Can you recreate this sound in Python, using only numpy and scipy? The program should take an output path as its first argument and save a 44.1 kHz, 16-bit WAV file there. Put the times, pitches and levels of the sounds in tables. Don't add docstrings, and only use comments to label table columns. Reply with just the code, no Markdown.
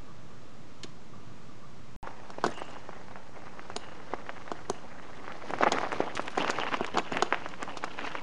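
import sys
import numpy as np
from scipy import signal
from scipy.fft import rfft, irfft, next_fast_len
from scipy.io import wavfile
from scipy.ndimage import uniform_filter1d, map_coordinates

SR = 44100
rng = np.random.default_rng(int(sys.argv[2]) if len(sys.argv) > 2 else 0)


def pcm_store(signal):
    levels = np.round(np.clip(np.atleast_2d(signal), -1, 1) * 32767)
    wavfile.write(sys.argv[1], SR, levels.astype(np.int16).T)


N = 362502
STAND_END_S, RIDE_START_S = 1.9632, 2.029


def amp(db):
    return 10 ** (np.asarray(db) / 20)


def unit(x):
    return x / np.sqrt(np.mean(x ** 2) + 1e-20)


def clock(size):
    return np.arange(size) / SR


def along(points, hz):
    freqs, values = np.transpose(points)
    return np.interp(np.log(hz + 1), np.log(freqs + 1), values)


def wobble(rate):
    return map_coordinates(rng.standard_normal(4096), [clock(N) * rate], mode="wrap")


def filtered(x, response):
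    size = next_fast_len(len(x) + 8192)
    return irfft(rfft(x, size) * response(np.fft.rfftfreq(size, 1 / SR)), size)[:len(x)]


def equalised(x, spectrum):
    return filtered(x, lambda hz: amp(along(spectrum, hz)))


def noise(spectrum, size=N):
    return unit(equalised(rng.standard_normal(size), spectrum))


def narrow(centre_hz, width_hz):
    return unit(filtered(rng.standard_normal(N), lambda hz: 1 / (1 + ((hz - centre_hz) / width_hz) ** 2)))


def add(track, start_s, sound):
    part = track[max(round(start_s * SR), 0):][:len(sound)]
    part += sound[:len(part)]


def ring(modes, t, scatter_db, detune, tilt_db=0):
    hz, db, t60 = np.transpose(modes)[:, :, None]
    level, shift = rng.standard_normal((2, len(modes), 1))
    strength = amp(db + scatter_db * level + tilt_db * np.log2(hz) - 60 * t / t60)
    sign = (-1) ** (np.arange(len(modes))[:, None] // 2)
    partials = sign * strength * np.sin(2 * np.pi * hz * (1 + detune * shift) * t)
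    sound = partials.sum(0) * (1 - np.exp(-t / 0.000088))
    return sound / np.sqrt(np.mean(sound[:220] ** 2))


# f/Hz, level/dB
STAND_AIR = [(15, -18), (25, -20), (32, -22.5), (108, -5.5), (195, -9), (272, -11), (309, -12.5),
             (466, -16), (862, -21), (1170, -18.5), (1330, -22), (1440, -23.5), (1720, -26), (6880, -36),
             (11500, -54.5), (15000, -84), (22000, -120)]
# f/Hz, level/dB
ROAD_AIR = [(24, -20), (40, -27), (54, -11), (187, -8.5), (314, -19), (493, -14.5), (720, -27),
            (849, -14.5), (1400, -23), (3280, -33.5), (6510, -34.5), (9510, -46.5), (11500, -79),
            (15000, -104), (22000, -120)]
# t/s, level/dB
DISTANT_NOTES = [(.1, -55), (.31, -59), (.875, -58), (1.14, -58), (1.2, -60), (1.31, -61), (1.51, -60),
                 (1.64, -56.5)]


def outdoors():
    t, note_s = clock(N), 0.042
    stand = amp(-51.5 + 0.4 * wobble(5.24)) * noise(STAND_AIR)
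    road = amp(-53.0 + 0.46 * wobble(3.67)) * noise(ROAD_AIR)
    swell = sum(amp(db) / (1 + (2 * (t - s) / note_s) ** 4) for s, db in DISTANT_NOTES)
    notes = swell * narrow(centre_hz=1160, width_hz=64)
    return np.where(t < STAND_END_S, stand + notes, road)


# f/Hz, level/dB
CLICK_SPECTRUM = [(600, -5), (1800, -1.5), (3400, 4), (6400, -5), (8000, -17.5), (9200, -20.5),
                  (10800, -23), (12000, -43)]
# f/Hz, level/dB, t60/s
SPROCKET_MODES = [(2720, -1, 0.099), (3030, 3, 0.085), (3300, -0.5, 0.072), (3300, -24, 0.046),
                  (4190, -5, 0.06), (4366, 7.5, 0.05), (4980, -2, 0.12), (5450, 2.5, 0.046),
                  (6770, 14, 0.038), (6790, -20, 0.011), (8800, -8, 0.1), (9900, -18, 0.14)]
# f/Hz, level/dB, t60/s
FRAME_MODES = [(115, -26, 0.13), (175, -15.5, 0.05), (258.6, -7.5, 0.051), (335, -4, 0.056),
               (426, -2.5, 0.048), (546, -6, 0.013), (704, -1, 0.032), (807, -7, 0.023), (1077, 0, 0.014),
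               (1247, -8, 0.021), (1580, -12, 0.028)]
# t/s, knock/dB, knock tilt/(dB/octave), click/dB, click t60/s, click tilt/(dB/octave)
CONTACTS = [(0.8338, -50, 28, -35, 0.043, 0.5), (0.843, -39.5, -7.5, -39, 0.0234, -7),
            (2.303, -40.5, 7, -45, .021, 5), (2.4398, -20, 4.5, -31, 0.034, 1),
            (2.447, -25, 18, -44, 0.051, 0), (2.463, -25, -1, -34.5, 0.043, 6),
            (2.575, -40, 3, -44, 0.0265, -5), (3.7596, -37, -1, -51.5, 0.014, 6),
            (3.764, -31.5, 2, -27, 0.016, 4.5), (4.516, -27.5, 2, -41.5, 0.035, 2.5),
            (4.6968, -34, -4, -47, 0.017, 0), (4.6988, -24.5, -2, -23.5, 0.01, 10),
            (5.72, -24, 5, -25.5, 0.036, 3.5), (6.152, -41, -13, -38.5, 0.093, 4.5),
            (6.378, -23.5, 1, -33.5, .03, -5), (6.505, -46, 4, -29.5, .032, 7),
            (6.77, -39, -4, -44.5, .02, 1), (6.808, -25, -2, -48, 0.025, 2), (6.8645, -42, 6, -39, .023, 5),
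            (6.9693, -26.5, -0.5, -46, .03, 0), (6.9729, -23, 6.5, -29.5, 0.059, -5),
            (6.9837, -22.5, 5, -28, 0.028, 0), (7.121, -31.5, 0, -37.5, .04, -8),
            (7.2213, -35, -3, -46, 0.017, -3), (7.2239, -18, 3.5, -20, 0.02, -0.5),
            (7.488, -62, -8, -45.5, 0.025, 4), (7.7707, -35.5, 4, -38.5, 0.051, 3.5),
            (7.842, -40, 14, -36.5, 0.036, 3.5)]


def gears():
    track, t = np.zeros(N), clock(4400)
    for s, knock_db, hardness_db, click_db, t60, bright_db in CONTACTS:
        spectrum = [(hz, db + bright_db * np.log2(hz)) for hz, db in CLICK_SPECTRUM]
        click = noise(spectrum, len(t)) * amp(-60 * t / t60)
        sprocket = ring(SPROCKET_MODES, t, scatter_db=8.0, detune=0.018, tilt_db=bright_db)
        steel_db = -7.5 + 1.3 * np.log2(t60 / 0.062)
        steel = amp(steel_db - 60 * t / (2.9 * t60)) * sprocket
        knock = ring(FRAME_MODES, t, scatter_db=0.5, detune=0.025, tilt_db=hardness_db)
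        add(track, s, amp(click_db) * (click + steel) + amp(knock_db) * knock)
    return track


# f/Hz, t60/s
FOREST_DECAY = [(200, 0.17), (1000, 0.54), (3000, 0.57), (10000, 0.33)]


def trees(x):
    hz, t, bands = signal.stft(rng.standard_normal(SR), SR, nperseg=256)
    decay = amp(-60 * t / along(FOREST_DECAY, hz)[:, None])
    onset = 1 - np.exp(-t / 0.0031)
    tail = signal.istft(bands * decay * onset, SR, nperseg=256)[1]
    return signal.fftconvolve(x, tail / np.linalg.norm(tail))[:N]


def hum():
    since, t60 = clock(N) - RIDE_START_S, 0.59
    return (since > 0) * amp(-44 - 60 * np.abs(since) / t60) * narrow(centre_hz=830, width_hz=100)


def snap(cycles):
    phase = 2 * np.pi * cycles
    return phase * np.exp((1 - phase ** 2) / 2)


def grit(spread_db, count):
    when, pitch, side = rng.random((3, count))
    hz = 400 * 16 ** pitch
    strength = hz * np.sign(side - .5) * amp(spread_db * np.minimum(rng.exponential(size=count), 4))
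    offsets = np.arange(-64, 65)
    places = (when * N).astype(int)[:, None] + offsets
    snaps = strength[:, None] * snap(hz[:, None] * offsets / SR)
    return unit(np.bincount((places % N).ravel(), snaps.ravel(), N))


def patchy(x, depth_db):
    bands = signal.stft(x, nperseg=256)[2]
    field = uniform_filter1d(rng.standard_normal(bands.shape), size=3, axis=0)
    field = uniform_filter1d(field, size=5, axis=1)
    return signal.istft(bands * amp(depth_db * unit(field)), nperseg=256)[1][:N]


# f/Hz, level/dB
GRAVEL_NEARING = [(150, -58), (250, 4), (298, 0.5), (734, 0.5), (820, 1.5), (916, -4), (1140, -0.5),
                  (1400, -5), (1960, -6.5), (2520, -12), (5390, -30), (11000, -77), (14300, -85.5),
                  (22000, -120)]
# f/Hz, level/dB
GRAVEL_DEPARTING = [(150, -36), (250, 0), (284, 7), (332, -7), (422, 1.5), (570, -3), (930, 0), (1470, -6),
                    (2290, -9.5), (2820, -5.5), (3750, -20), (6730, -33), (11000, -44.5), (14300, -80),
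                    (22000, -120)]


def gravel():
    grains = patchy(grit(spread_db=3.0, count=14000), depth_db=3.5)
    nearing = unit(equalised(grains, GRAVEL_NEARING))
    departing = unit(equalised(grains, GRAVEL_DEPARTING))
    turned = np.clip((clock(N) - 6.0) / 0.18, 0, 1)
    return amp(3.2 * wobble(70)) * ((1 - turned) * nearing + turned * departing)


# f/Hz, level/dB
CARCASS_SPECTRUM = [(60, -26), (130, -8.5), (220, -5), (280, -5), (400, -11.5), (600, -7.5), (1200, -45)]
CARCASS_HZ, CARCASS_T60_S = 298.4, 0.044


def carcass():
    return unit(noise(CARCASS_SPECTRUM) + amp(-7.5) * narrow(CARCASS_HZ, width_hz=26))


# f/Hz, level/dB
SAND_SPECTRUM = [(1500, -2.5), (3000, -5.5), (4500, -6), (6600, -10.5), (8000, -25.5), (9500, -16.5),
                 (11500, -22)]


def sand():
    return amp(2.5 * wobble(50)) * unit(equalised(grit(spread_db=-2.5, count=24000), SAND_SPECTRUM))


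def pebbles(per_s=12):
    track, t = np.zeros(N), clock(512) - 256 / SR
    moments = rng.random(400)[:int(per_s * N / SR)] * N / SR
    scatter = np.clip(rng.standard_normal((400, 2)), -1.5, 1.5)
    for s, (size, pitch) in zip(moments, scatter):
        hz = 1050 * 2 ** (0.15 * pitch)
        add(track, s, amp(13.5 + 3.5 * size) * snap(hz * t))
    return track


# t/s, length/s, crunch/dB, rumble/dB
LOOSE_PATCHES = [(2.035, 0.064, -48.5, -56), (2.439, 0.047, -38.5, -36), (5.473, .09, -49, -44.5),
                 (5.606, 0.024, -27.5, -50), (5.661, 0.028, -30, -37.5), (5.714, 0.061, -36.5, -42.5),
                 (5.91, 0.12, -42.5, -46), (6.37, 0.046, -28.5, -39.5), (6.421, 0.078, -37.5, -49),
                 (6.546, 0.11, -49, -47), (6.716, 0.029, -35.5, -52), (6.939, 0.013, -34.5, -38),
                 (6.984, 0.009, -35, -33), (7.112, 0.088, -36.5, -40.5), (7.672, 0.054, -40, -49),
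                 (7.977, 0.058, -41, -61), (8.034, 0.056, -34.5, -55)]


def loose_patches(attack_s=0.002, sag_db_per_s=25, t60=0.1):
    levels = np.zeros((2, N))
    for s, length, *dbs in LOOSE_PATCHES:
        t = np.clip(clock(N) - s, 0, 1)
        fall_db = sag_db_per_s * t + 60 * np.maximum(t - length, 0) / t60
        levels += amp(dbs)[:, None] * (1 - np.exp(-t / attack_s)) * amp(-fall_db)
    return levels


# t/s, level/dB
ROLLING = [(2.05, -53), (2.19, -54), (2.5, -46), (3.25, -53), (4.16, -47.5), (4.93, -50), (5.36, -45),
           (5.54, -41), (5.7, -43), (5.83, -34.5), (6.01, -39), (6.21, -49), (6.38, -42.5), (6.54, -35.5),
           (6.64, -37), (6.9, -42), (7.57, -45), (8.2, -42.5)]


def tyres():
    t = clock(N)
    roll_db = np.interp(t, *np.transpose(ROLLING)) + 48
    bursts, shakes = loose_patches()
    crunch = np.hypot(amp(-51 + 0.93 * roll_db), bursts)
    rumble = np.hypot(amp(-57 + 0.61 * roll_db), shakes)
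    hiss = np.hypot(amp(-61.5 + 0.82 * roll_db), amp(-17) * bursts)
    sound = crunch * gravel() + rumble * carcass() + hiss * sand() + crunch * pebbles()
    return sound * (t > RIDE_START_S)


# t/s, level/dB, f/Hz, grinding below the snap/dB
STONES = [(2.074, -23.5, 780, 23), (2.385, -24, 490, 25), (2.6195, -21.5, 590, 19), (2.892, -26, 594, 25),
          (3.158, -28.5, 1090, 30), (3.595, -26.5, 1120, 17), (3.701, -24, 770, 28), (4.137, -15, 620, 45),
          (4.294, -20.5, 1290, 35), (4.479, -28, 1070, 27), (5.280, -24, 970, 28), (5.322, -27.5, 1720, 18),
          (5.507, -22, 600, 11.5), (5.537, -14.5, 790, 37), (5.587, -23.5, 1000, 18), (5.635, -5, 870, 21),
          (5.7856, -14, 1170, 19), (5.8335, -17, 763, 18), (5.920, -16.5, 1240, 23),
          (5.929, -15.5, 800, 20), (6.005, -10, 415, 38), (6.039, -25.5, 520, 20), (6.169, -20, 1700, 28),
          (6.176, -19, 1610, 21), (6.1956, -14.5, 710, 36), (6.281, -18.5, 1800, 17),
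          (6.447, -17, 1020, 22), (6.480, -19, 1950, 22), (6.4995, -12, 970, 12), (6.587, -16, 990, 19),
          (6.600, -19, 2020, 24), (6.635, -17, 1040, 28), (6.6676, -18, 1250, 37), (6.742, -13, 1500, 18.5),
          (6.8466, -17, 1510, 19), (7.171, -12, 1520, 16.5), (7.3256, -7.5, 1160, 49),
          (7.345, -14.5, 1400, 24), (7.338, -21, 1190, 30), (7.461, -20, 970, 28), (7.5396, -26, 1320, 28),
          (7.6297, -17, 1130, 13.5), (7.840, -16, 985, 32), (7.9916, -20, 1580, 22), (8.153, -18, 1170, 18)]
# f/Hz, gain/dB
STONE_TONE = [(100, -8), (350, -2), (3000, 0), (4200, -1.5), (7000, 14), (11000, -2)]


def stones(grind_t60=0.072, spray_t60=0.04):
    track, t = np.zeros(N), clock(6144) - 2048 / SR
    spray = np.clip(t / .0027, 0, 1) * amp(-13 - 60 * np.abs(t) / spray_t60)
    thump = (t > 0) * amp(-36 - 60 * np.abs(t) / CARCASS_T60_S) * np.sin(2 * np.pi * CARCASS_HZ * t)
    for s, db, hz, below_db in STONES:
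        grind = (t < 0) * amp(-below_db - 60 * np.abs(t) / grind_t60)
        grains = noise(GRAVEL_NEARING, len(t))
        add(track, s + t[0], amp(db) * (snap(hz * t) + thump + (grind + spray) * grains))
    return equalised(track, STONE_TONE)


# f/Hz, level/dB, t60/s
LINK_MODES = [(5100, -1, 0.048), (5870, -0.5, 0.15), (6500, 2, 0.11), (7770, 13, 0.16), (8120, -9, 0.099),
              (8400, -18, .05), (9580, -13, .05), (10450, -25, 0.035)]
# t/s, length/s, level/dB, fade/(dB/s), clink over tick/dB
RATTLES = [(2.498, .22, -53.5, 28, -0.5), (6.167, 0.21, -50, 12, -12)]


def slack_chain(links_per_s=70):
    track, t = np.zeros(N), clock(2200)
    choke = amp(-60 * t / 0.03)
    for s, length, db, fade_db, clink_db in RATTLES:
        for link, (late, size) in enumerate(rng.standard_normal((24, 2))):
            since = abs(link + late / 2) / links_per_s
            clink = amp(clink_db) * choke * ring(LINK_MODES, t, scatter_db=2.5, detune=.08)
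            tick = amp(-60 * t / 0.064) * noise(SAND_SPECTRUM, len(t))
            strength = (since < length) * amp(db - fade_db * since + 5 * size)
            add(track, s + since, strength * (clink + tick))
    return track


# t/s, level/dB
DISC_TOUCHES = [(2.575, -51), (3.83, -58), (4.72, -64)]


def brake_disc(rise_s=0.29, t60=0.84):
    t = clock(N)
    brushing = sum(amp(db - 60 * np.maximum((s - t) / rise_s, (t - s) / t60)) for s, db in DISC_TOUCHES)
    return brushing * narrow(centre_hz=2860, width_hz=140)


def scene():
    hits = stones() + gears() + slack_chain()
    return (hits + amp(-17) * trees(hits) + tyres() + brake_disc() + hum() + outdoors())[None]


# f/Hz, gain/dB
MIC_RESPONSE = [(9500, 0.5), (10800, -5.5), (11500, -13.5), (12000, -19)]


def record(dry):
    t = clock(N)
    offset, top_hz = .018, 11900
    running = (t < STAND_END_S) | (t > RIDE_START_S)
    sound = equalised(dry[0], MIC_RESPONSE)
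    gated = (sound + offset) * running
    return filtered(gated - offset, lambda hz: hz < top_hz)[None] + offset


dry = scene()
out = record(dry)
pcm_store(out)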